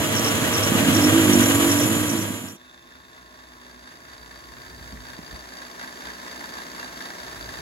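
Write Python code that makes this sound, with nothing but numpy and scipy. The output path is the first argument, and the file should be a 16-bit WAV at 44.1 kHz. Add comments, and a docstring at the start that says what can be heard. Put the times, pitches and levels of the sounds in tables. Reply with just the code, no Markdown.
"""Close by in a workshop, a belt-driven grinder works the face of a steel part turning in a lathe.
First comes a heavy cut: grit hisses and rings the steel, and two patches squeak on every turn.
Soon the wheel bounces and its shaft (the quill) chatters, until the wheel backs off at about 2.5 s.
Then a light cut slowly bites deeper, its rasp pulsing with wheel, motor and belt over the machine's hum.
A loose part starts to rattle, coarse grains catch, and the lathe's carriage gives a few dull bumps."""
import sys
import numpy as np
from scipy import signal
from scipy.fft import rfft, irfft, next_fast_len
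from scipy.io import wavfile

SR = 44100
rng = np.random.default_rng(int(sys.argv[2]) if len(sys.argv) > 2 else 0)


def waveform_to_disk(signal):
    """Save audio, clipped to [-1, 1], as 16-bit WAV at the path in sys.argv[1]."""
    frames = np.transpose(np.atleast_2d(signal))
    scaled = np.clip(frames, -1, 1) * 32767
    samples = np.round(scaled).astype(np.int16)
    wavfile.write(sys.argv[1], SR, samples)


N = 335597
TIME = np.arange(N) / SR

# How hard the wheel bears on the part in the heavy cut. Each row: time in seconds, load in dB.
LOAD = [(0, -4.5), (.55, -3.5), (.95, -1.5), (1.55, -2), (1.85, -4), (2.23, -10.5), (2.49, -20.5),
        (2.56, -28.5)]
# The flapping belt. Each row: flaps per second, place of the peak (0-1), sharpness, depth in dB.
BELT_FLAP = [(9.53, .45, .8, 3.2)]
# The steel's ring in the heavy cut. Each row: pitch in Hz, width in Hz, relative level in dB.
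STEEL_HEAVY = [(1225, 47, -4), (1610, 59, -2.5), (1927, 55, -8), (2580, 33, -1.5), (2856, 32, 2),
               (3070, 115, -3.5), (3290, 140, -3), (3910, 73, -5), (4650, 66, -13)]
# The tone of the grit. Each row: frequency in Hz, relative level in dB.
GRIT_SPECTRUM = [(250, -9.5), (450, 5), (650, 3), (800, -0.5), (1300, 1), (2000, 0.5), (3300, -2),
                 (4300, -7), (5100, -11.5), (6500, -4.5), (10000, -14.5)]
# The off-centre wheel. Each row: pushes per second, place of the peak (0-1), sharpness, depth in dB.
WHEEL_WOBBLE = [(111.97, .39, 1.5, 3.0)]
# The steel's shifting whine. It holds: pitch in Hz, width in Hz, relative level in dB.
WHINE = (7090, 103, 19)
# The steel's highest rings. Each row: pitch in Hz, width in Hz, relative level in dB.
STEEL_HIGH = [(7070, 270, 4), (9950, 280, 4), (11050, 1060, 3), (12900, 400, -6)]
# The tone of the sizzle. Each row: frequency in Hz, relative level in dB.
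SIZZLE_SPECTRUM = [(4000, -37), (5500, 3.5), (6300, -1.5), (7600, 1), (8800, 3.5), (11000, 4.5),
                   (13000, 0.5), (14200, -20), (16000, -20)]
# The drone of motor and lathe. Each row: frequency in Hz, relative level in dB.
DRONE_SPECTRUM = [(25, -41), (50, -30), (80, -11.5), (105, 1), (140, -6), (200, -7.5), (290, -7.5),
                  (380, -18), (600, -13.5), (1200, -61)]
# The quill's loose shudder. Each row: frequency in Hz, relative level in dB.
SHUDDER_SPECTRUM = [(120, -36), (200, -7.5), (290, -1), (335, -7.5), (390, -15), (700, -50)]
# The machine's hum in the heavy cut. Each row: pitch in Hz, relative level in dB.
HEAVY_TONES = [(103.8, -33), (333.8, -35.5), (459, -38), (624.5, -40.5), (678, -45.5), (974.4, -42),
               (1138, -40), (1389, -58), (1486, -46)]
# Squeaky patches. Each row: first pass in seconds, level in dB before the load, length in seconds.
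PATCHES = [(0.176, -24.5, 0.05), (0.269, -26, 0.065)]
# The quill's ring when knocked. Each row: pitch in Hz, width in Hz, relative level in dB.
QUILL_RING = [(225, 30, -7), (255, 22, -10), (283, 42, 4), (344.4, 10, 9.5)]
# The tone of the bouncing wheel's knock. Each row: frequency in Hz, relative level in dB.
BOUNCE_SPECTRUM = [(60, -11), (160, 4), (220, 3.5), (340, -8), (390, -25), (700, -36), (1200, -15)]
# The quill's chatter. Each row: time in seconds, knocks per second, the pitch it favours in Hz.
CHATTER_BEAT = [(.7, 41, 292), (.92, 42.7, 297), (1.0, 49.5, 295), (1.08, 50, 305), (1.18, 56, 325),
                (1.26, 50.6, 303), (1.39, 48, 250), (1.52, 46.7, 264), (1.63, 47.3, 316), (1.83, 48.6, 295),
                (2.03, 62.5, 302.9), (2.2, 53, 303.7), (2.5, 51.6, 259.6)]
# The chatter surges, ebbs and dies as the wheel backs off. Each row: time in seconds, level in dB.
CHATTER_LEVEL = [(.76, -34), (.79, -24), (.95, -23), (.98, -18), (1.01, -22), (1.04, -16), (1.08, -16.5),
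                 (1.11, -28), (1.16, -14.5), (1.21, -16), (1.24, -19), (1.3, -15.5), (1.42, -16.5),
                 (1.46, -21.5), (1.72, -20.5), (1.8, -22), (2.08, -26), (2.2, -25.5), (2.27, -33.5),
                 (2.56, -46.5)]
# The tone of the swinging quill. Each row: frequency in Hz, relative level in dB.
SWING_SPECTRUM = [(150, -23), (190, -4), (240, -1.5), (290, -2.5), (335, 2), (365, -15), (420, -24)]
# Jolts as the wheel starts to bounce and as it leaves. Each row: start in seconds, peak in dB.
JOLTS = [(.720, -10), (0.753, -10), (.803, -16), (0.828, -16), (.861, -13), (.885, -9), (.930, -12),
         (2.305, -25), (2.441, -25)]
# How far the left side leads in the heavy cut. Each row: frequency in Hz, lead in radians.
HEAVY_PHASE = [(100, 0.6), (700, -0.97), (1000, 1), (1700, 1.5), (2900, 3.5), (4300, 4.5), (5300, 4.5),
               (7100, 0), (9900, -3), (12700, 1), (15300, -3)]
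# The heavy cut's stereo balance. Each row: frequency in Hz, left minus right in dB.
HEAVY_PAN = [(110, -1), (200, -4), (380, -3), (700, -6), (1290, -0.5), (2400, 0), (4400, -1.5),
             (8100, -0.5), (15000, -1)]

# Wheel (first row), motor and belt press on the light cut.
# Each row: turns per second, place of the high spot (0-1), sharpness, depth in dB.
TURNING_PARTS = [(61.93, .99, 4.0, 5.8), (22.92, .85, .4, 6.0), (4.12, .03, 1.1, 3.4), (5.17, .24, .5, 2.4)]
# The steel's ring in the light cut. Each row: pitch in Hz, width in Hz, relative level in dB.
STEEL_LIGHT = [(1010, 560, -1), (1623, 60, 12), (1749, 75, 12.5), (1940, 78, 1), (2724, 19, 9),
               (3560, 220, 1), (3780, 250, 1.5), (4460, 130, 3), (5460, 150, -23), (10770, 460, 3.5),
               (13000, 340, 4)]
# The tone of the rasp. Each row: frequency in Hz, relative level in dB.
RASP_SPECTRUM = [(300, -12), (850, 3), (1400, 3), (2100, -1), (2900, -2.5), (4000, -6), (5400, -3),
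                 (6500, -3.5), (8200, -13), (9200, -17.5), (12000, -12.5), (13500, -30), (16000, -20)]
# The tone of the grinder's housing. Each row: frequency in Hz, relative level in dB.
HOUSING_SPECTRUM = [(80, -23), (160, 0), (260, 3.5), (380, 2), (480, -5), (650, 4), (1100, -51),
                    (1600, -49), (4000, -22.5)]
# The tone of the lathe bed's rumble. Each row: frequency in Hz, relative level in dB.
RUMBLE_SPECTRUM = [(20, -22), (40, -34), (57, 14), (80, -2), (130, 1), (300, -30)]
# How loud the lathe bed rumbles. Each row: time in seconds, level in dB.
RUMBLE_LEVEL = [(2.6, -63), (3.05, -59), (3.9, -60), (4.9, -46), (5.35, -52), (5.55, -64), (6.2, -57),
                (7.22, -56.5), (7.4, -46)]
# The machine's hum in the light cut. Each row: pitch in Hz, level in dB at full depth.
LIGHT_TONES = [(59.2, -65), (247.6, -59.5), (257, -63.5), (344.5, -63.5), (371.4, -67), (436, -67),
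               (619.1, -67), (990.5, -62.5), (1055, -59), (1114, -59), (1437, -60)]
# The barely touched part's ring. Each row: pitch in Hz, width in Hz, relative level in dB.
STEEL_FREE = [(2670, 29, 3), (3585, 150, 2)]
# Wheel, motor and belt shake a loose part. Each row: turns per second, place of the push (0-1), strength.
SHAKES = [(61.93, .95, 1), (49.54, .91, .85), (22.92, .84, .8), (4.12, .99, .5)]
# The loose steel part's ring. Each row: pitch in Hz, width in Hz, relative level in dB.
RATTLE_RING = [(3700, 400, -8.5), (4620, 45, 5), (6360, 280, -20)]
# Coarse grains that catch in the light cut. Each row: start in seconds, relative peak in dB.
CATCHES = [(3.872, -44), (4.3089, -39), (4.356, -49), (5.1331, -33), (5.2304, -48), (5.5212, -40),
           (5.6185, -37), (5.7952, -30), (5.812, -28), (5.8314, -35), (6.005, -37), (6.0701, -36),
           (6.2736, -39), (6.3104, -42), (6.4066, -35), (6.4397, -35), (6.585, -37), (6.8282, -33),
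           (7.005, -32), (7.054, -31), (7.102, -33), (7.489, -40)]
# Dull bumps of the carriage. Each row: start in seconds, level in dB.
BUMPS = [(4.81, -47), (4.925, -37.5), (5.19, -36.5), (5.33, -37)]
# The carriage's low ring. Each row: pitch in Hz, width in Hz, relative level in dB.
CARRIAGE_RING = [(69.4, 11, -6), (103, 53, -13), (177, 53, -10.5)]
# How far the left side leads in the light cut. Each row: frequency in Hz, lead in radians.
LIGHT_PHASE = [(350, 0.47), (750, 1.6), (1100, 1.68), (1500, 2.79), (2300, 7), (3100, 10.46), (4300, 12.64),
               (5400, 15.76), (6800, 18.74), (15300, 7.1)]
# The light cut's stereo balance. Each row: frequency in Hz, left minus right in dB.
LIGHT_PAN = [(60, -1.5), (110, 1), (200, -2), (380, -5.5), (700, 1), (1290, 0.5), (2380, -2), (4400, 1),
             (8120, 0), (15000, 0)]

PART_TURN_S, HEAVY_END_S = .387, 2.575
GRIT_DB, SIZZLE_DB, DRONE_DB, SHUDDER_DB = -20.5, -27.5, -25, -28.5  # before the load is applied
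CLEAN_FROM_S, CLEAN_BY_S = .93, 1.43  # the face is ground clean
LOCK_S, UNLOCK_S, LOCKING_S = .96, 2.1, .25  # the chatter holds a steady beat
UNEVEN_LOOSE, UNEVEN_LOCKED = .85, .12  # weight of the uneven knocks, 0-1
QUILL_PEAK_DB, QUILL_WIDTH_HZ = 11, 32
FULL_DEPTH_S, FEED_DB_PER_S = 6.436, 3.5  # the light cut deepens
RASP_DB, HOUSING_DB, RATTLE_DB = -38.5, -47.5, -50.5  # at full depth
PRESSURE_LIMIT_DB, RATTLE_LOOSE_S = 9, 4.1


def undb(db):
    """Turn decibels into a gain."""
    return np.exp(np.asarray(db) * (np.log(10) / 20))


def unit(x):
    """Scale a signal to an average (rms) level of 1."""
    return x / np.sqrt(np.mean(x ** 2))


def sine(turns):
    """A sine wave, its angle counted in turns."""
    return np.sin((2 * np.pi * (turns - np.floor(turns))).astype(np.float32))


def ramp(start_s, end_s):
    """Rise from 0 to 1 between two times."""
    return np.clip((TIME - start_s) / (end_s - start_s), 0, 1)


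def curves(table):
    """Join a table's timed rows with straight lines, one curve per value column."""
    s, *columns = np.transpose(table)
    return [np.interp(TIME, s, c) for c in columns]


def walk(rate):
    """A smooth random wander of size about 1, taking `rate` steps a second."""
    steps = np.convolve(np.repeat(rng.standard_normal(2048), 4), np.hanning(9), "same")
    return unit(np.interp(TIME * rate * 4, np.arange(len(steps)), steps))


def noise():
    """Three unrelated noises: the straight path, and the paths scattered left and right."""
    return rng.standard_normal((3, N), dtype=np.float32)


def beamed(paths, scatter_db):
    """Weaken the two scattered paths against the straight one."""
    return paths * undb([[0], [scatter_db], [scatter_db]])


def bursts(events, decay_s):
    """A level that jumps at each push and then dies away."""
    push = np.zeros(N)
    for s, db in events:
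        push[int(s * SR)] += undb(db)
    return signal.lfilter([1], [1, -np.exp(-1 / (decay_s * SR))], push)


def colour(x, spectrum):
    """Shape the tone of a sound along (Hz, dB) points."""
    hz, db = np.transpose(spectrum)
    size = next_fast_len(N + SR // 4)
    log_hz = np.log(np.maximum(np.fft.rfftfreq(size, 1 / SR), 1))
    gain = undb(np.interp(log_hz, np.log(hz), db)).astype(np.float32)
    return irfft(rfft(x.astype(np.float32), size) * gain, size)[..., :N]


def ring(x, modes):
    """An object pushed by x rings at its own pitches; narrow ones ring longer."""
    return sum(undb(db) * signal.lfilter(*signal.iirpeak(hz, hz / width, fs=SR), x)
               for hz, width, db in modes)


def shifting_ring(x, mode, spread, rate):
    """A ring whose pitch wanders by the share `spread` as the contact shifts."""
    hz, width, db = mode
    turns = np.cumsum(hz * (1 + spread * walk(rate))) / SR
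    spin = sine(turns + 1 / 4) + 1j * sine(turns)
    pole = np.exp(-np.pi * width / SR)
    return 2 * undb(db) * np.real(spin * signal.lfilter([1 - pole], [1, -pole], x * spin.conj()))


def pressing(parts):
    """Extra pressure in dB as the high spots of turning parts come round."""
    return sum(depth * np.exp(sharp * (sine(rate * TIME - spot + 1 / 4) - 1))
               for rate, spot, sharp, depth in parts)


def workshop(paths, plain, phase, pan, scatter_db=.5):
    """Sound arrives left and right out of step; machine and walls scatter mostly mids and treble."""
    size = next_fast_len(N + SR // 4)
    hz = np.fft.rfftfreq(size, 1 / SR)
    share = undb(scatter_db) * (.35 + .65 / (1 + (480 / (hz + 1)) ** 4))
    spectra = rfft(paths.astype(np.float32), size) / np.sqrt(1 + share ** 2)
    straight = spectra[0] + rfft(plain, size)  # the plain sound is not scattered
    late = np.exp(-1j * np.interp(hz, *np.transpose(phase)))
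    pan_hz, pan_db = np.transpose(pan)
    lean = undb(np.interp(np.log(hz + 1), np.log(pan_hz), pan_db) / 2)
    left = (straight + share * spectra[1]) * lean
    right = (straight * late + share * spectra[2]) / lean
    return irfft(np.array([left, right]), size)[:, :N]


def grains(scatter_db):
    """The wheel's grains strike steel: dense clicks, a few larger than the rest."""
    size = np.repeat(np.minimum(rng.exponential(size=N // 8 + 1), 5), 8)[:N]
    return noise() * unit(undb(scatter_db * size))


def grit(pressure_db):
    """Coarse grains hiss and ring the steel, pulsing as the belt flaps."""
    flap = unit(undb(pressing(BELT_FLAP)))
    coarse = grains(scatter_db=.2)
    scrape = coarse * np.sqrt(flap) + ring(coarse * flap ** 2, STEEL_HEAVY)
    return unit(colour(scrape, GRIT_SPECTRUM)) * undb(GRIT_DB + pressure_db)


def sizzle(pressure_db):
    """Fine grains sizzle; as the face is ground clean they grow louder and the steel rings more freely."""
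    clean = ramp(CLEAN_FROM_S, CLEAN_BY_S)
    fine = grains(scatter_db=1) * unit(undb(pressing(WHEEL_WOBBLE)))
    fits = unit(undb(2.5 * walk(200)))  # grains catch the steel in fits
    whine = shifting_ring(fine * fits, WHINE, spread=.0055, rate=250)
    ringing = (beamed(whine, -17.5) + ring(fine, STEEL_HIGH)) * undb(2 * clean - 1)
    level_db = SIZZLE_DB + 4 * clean + .74 * pressure_db
    return unit(colour(fine + ringing, SIZZLE_SPECTRUM)) * undb(level_db)


def locked():
    """How far the chatter has locked into a steady beat, 0-1."""
    half_s = LOCKING_S / 2
    return ramp(LOCK_S - half_s, LOCK_S + half_s) - ramp(UNLOCK_S - half_s, UNLOCK_S + half_s)


def drone():
    """Motor and lathe drone; the quill's loose shudder gives way while the beat is locked."""
    motor = unit(colour(noise(), DRONE_SPECTRUM)) * undb(DRONE_DB)
    shudder = unit(colour(noise(), SHUDDER_SPECTRUM)) * undb(SHUDDER_DB - 6.5 * locked())
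    return motor + shudder


def hum(tones, wander, waver_db):
    """The machine's tones, each wavering at random in pitch and level."""
    out = 0
    for hz, db in tones:
        turns = np.cumsum(hz + wander * np.sqrt(hz) * walk(24.95)) / SR
        out = out + np.sqrt(2) * undb(db + waver_db * walk(17)) * sine(turns)
    return out


def squeaks(pitch_hz=5740, width_hz=170):
    """Where a patch comes round, the wheel rubs instead of cutting: it grips and slips in a raspy glide."""
    contact = np.zeros(N)
    for first_s, db, length_s in PATCHES:
        away_s = (TIME - first_s + PART_TURN_S / 2) % PART_TURN_S - PART_TURN_S / 2
        contact += undb(db) / (1 + (2 * away_s / length_s) ** 6)
    slips = noise() * (1 + np.tanh(walk(220)))
    squeal = shifting_ring(slips, (pitch_hz, width_hz, 0), spread=.03, rate=90)
    return unit(beamed(squeal, -4)) * contact


def knock(force):
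    """The quill's short thud at each push."""
    return colour(ring(force, QUILL_RING), BOUNCE_SPECTRUM)


def bounce(beats, rate, scatter_beats=.089, scatter_db=1.1):
    """The wheel bounces on the steel once a beat, uneven in time and strength."""
    on_beat = np.flatnonzero(np.diff(np.floor(beats)))
    offset = scatter_beats * rng.standard_normal(1024)[:len(on_beat)] * SR / rate[on_beat]
    at = np.clip(on_beat + offset, 0, N - 1).astype(int)
    strength = undb(scatter_db * rng.standard_normal(1024)[:len(at)])
    return unit(knock(np.bincount(at, strength, minlength=N)))


def swing(beats, rate, favoured_hz, waver_db=4):
    """The quill swings at multiples of the beat, most strongly near the pitch it favours."""
    hz, db = np.transpose(SWING_SPECTRUM)
    multiples = np.arange(3, 9)[:, None]
    pitches = multiples * rate
    boost_db = QUILL_PEAK_DB / (1 + ((pitches - favoured_hz) / QUILL_WIDTH_HZ) ** 2)
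    waver = np.array([walk(6.46) for _ in multiples])
    sizes = undb(np.interp(pitches, hz, db) + waver_db * waver + boost_db)
    start = .5 * rng.random(multiples.shape)
    jitter = .04 * np.array([walk(40) for _ in multiples])
    waves = sizes * sine(multiples * beats + start + jitter)
    return waves.sum(axis=0) / np.sqrt(np.sum(sizes ** 2, axis=0) / 2)


def chatter():
    """The wheel bounces unevenly, locks into a steady swing of the quill, then comes loose again."""
    rate, favoured_hz = curves(CHATTER_BEAT)
    rate = rate * (1 + .0045 * walk(14))
    beats = np.cumsum(rate) / SR
    uneven = UNEVEN_LOOSE + (UNEVEN_LOCKED - UNEVEN_LOOSE) * locked()
    knocks = uneven * bounce(beats, rate)
    steady = np.sqrt(1 - uneven ** 2) * swing(beats, rate, favoured_hz)
    return (knocks + steady) * undb(curves(CHATTER_LEVEL)[0])


def jolts():
    """Single hard bounces of the wheel."""
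    thuds = knock(bursts(JOLTS, decay_s=.00059))
    return thuds / np.abs(thuds).max() * undb(max(db for s, db in JOLTS))


def heavy_cut():
    """Grit tears at the steel; everything but the chatter and jolts follows the load."""
    load = undb(curves(LOAD)[0])
    pressure_db = .87 * walk(150)
    grinding = grit(pressure_db) + sizzle(pressure_db) + drone()
    machine = hum(HEAVY_TONES, wander=.1852, waver_db=1.5) * undb(3)
    shake = chatter() + jolts()
    return workshop((grinding + squeaks()) * load, machine * load + shake, HEAVY_PHASE, HEAVY_PAN)


def wheel_face(wobble_s):
    """The same grains come round on every turn of the wheel, whose speed wobbles a little."""
    rate = TURNING_PARTS[0][0]
    face = rng.standard_normal(int(SR / rate))
    turn = (rate * (TIME + wobble_s * walk(5.9))) % 1
    return face[(turn * len(face)).astype(int) % len(face)]


def high_spot():
    """The wheel's high spot gives one soft knock a turn."""
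    rate, spot = TURNING_PARTS[0][:2]
    turns = rate * (TIME + .0001 * walk(30)) - spot + .04
    passes = np.diff(np.floor(turns), prepend=-1)
    return colour(unit(passes), [(700, -5), (1600, -2), (2100, -3), (4000, -22)])


def rasp(scrape, bite, pressure_db, depth_db):
    """Firm contacts and catching grains ring the steel; the hiss between gains as the cut deepens."""
    level_db = RASP_DB + depth_db
    pings = scrape * (bite * undb(level_db) + bursts(CATCHES, decay_s=.0048))
    pings[0] += high_spot() * np.sqrt(bite) * undb(RASP_DB - 5 + .87 * depth_db)
    hiss = scrape * unit(undb(.6 * pressure_db)) * undb(level_db + .12 * depth_db)
    average_level = np.sqrt(np.mean(undb(level_db) ** 2))
    return unit(colour(hiss + ring(pings, STEEL_LIGHT), RASP_SPECTRUM)) * average_level


def housing(scrape, pressure_db, depth_db):
    """The same scraping shakes the grinder's housing."""
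    shaking = colour(scrape * undb(.075 * pressure_db), HOUSING_SPECTRUM)
    return unit(shaking) * undb(HOUSING_DB + 1.05 * depth_db)


def rumble(swell_db=1, heavy_side_s=.32):
    """The lathe bed rumbles, swelling once a turn because the part is out of balance."""
    unbalance_db = swell_db * np.cos(2 * np.pi * (TIME - heavy_side_s) / PART_TURN_S)
    return unit(colour(noise(), RUMBLE_SPECTRUM)) * undb(curves(RUMBLE_LEVEL)[0] + unbalance_db)


def free_ring(bite, db, fade_db_per_s):
    """The barely touched part rings at each contact, fading as the wheel presses harder and damps it."""
    level_db = db - fade_db_per_s * np.maximum(TIME - HEAVY_END_S, 0)
    return unit(ring(rng.standard_normal(N) * bite, STEEL_FREE)) * undb(level_db)


def rattle(depth_db, decay_s=.001):
    """A loose steel part taps at the crests of the machine's shaking."""
    shake = sum(size * sine(rate * TIME - spot + 1 / 4) for rate, spot, size in SHAKES) + .4 * walk(70)
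    at = signal.find_peaks(shake, height=0, distance=SR // 130)[0]
    taps = np.bincount(at, np.tanh(shake[at] / 2), minlength=N)
    paths = unit(noise() * signal.lfilter([1], [1, -np.exp(-1 / (decay_s * SR))], taps))
    paths[0] = unit(taps)  # the straight path carries the clean taps
    level = undb(RATTLE_DB + .75 * depth_db) * ramp(HEAVY_END_S, RATTLE_LOOSE_S)
    return unit(ring(beamed(paths, -3), RATTLE_RING)) * level


def bumps():
    """The carriage, which carries the grinder along the lathe, gives dull bumps."""
    boom = colour(ring(rng.standard_normal(N), CARRIAGE_RING), [(250, -2), (900, -33)])
    return unit(boom) * bursts(BUMPS, decay_s=.022)


def light_cut():
    """The wheel only brushes the high spots, so the rasp pulses with every turning part."""
    depth_db = -FEED_DB_PER_S * np.maximum(FULL_DEPTH_S - TIME, 0)
    push_db = pressing(TURNING_PARTS)
    # the quill gives way under the hardest contacts
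    pressure_db = PRESSURE_LIMIT_DB * np.tanh((push_db - push_db.mean()) / PRESSURE_LIMIT_DB)
    scrape = noise()
    scrape[0] += undb(-5) * wheel_face(wobble_s=.00022)
    bite = unit(undb(1.3 * pressure_db + .7 * walk(100)))
    paths = rasp(scrape, bite, pressure_db, depth_db) + housing(scrape, pressure_db, depth_db)
    paths += rattle(depth_db) + rumble()
    plain = bumps() + hum(LIGHT_TONES, wander=.15, waver_db=2.8) * undb(.4 * depth_db)
    plain += free_ring(bite, db=-56, fade_db_per_s=5)
    return workshop(paths, plain, LIGHT_PHASE, LIGHT_PAN)


def scene():
    """The heavy cut gives way to the light one."""
    light = ramp(HEAVY_END_S - .015, HEAVY_END_S)
    return heavy_cut() * (1 - light) + light_cut() * light


def record(dry):
    """Cut away the deepest bass and the highest treble."""
    dry = signal.sosfilt(signal.butter(4, 38, "high", fs=SR, output="sos"), dry)
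    return signal.sosfilt(signal.ellip(10, .2, 80, 15750, fs=SR, output="sos"), dry)


dry = scene()
out = record(dry)
waveform_to_disk(out)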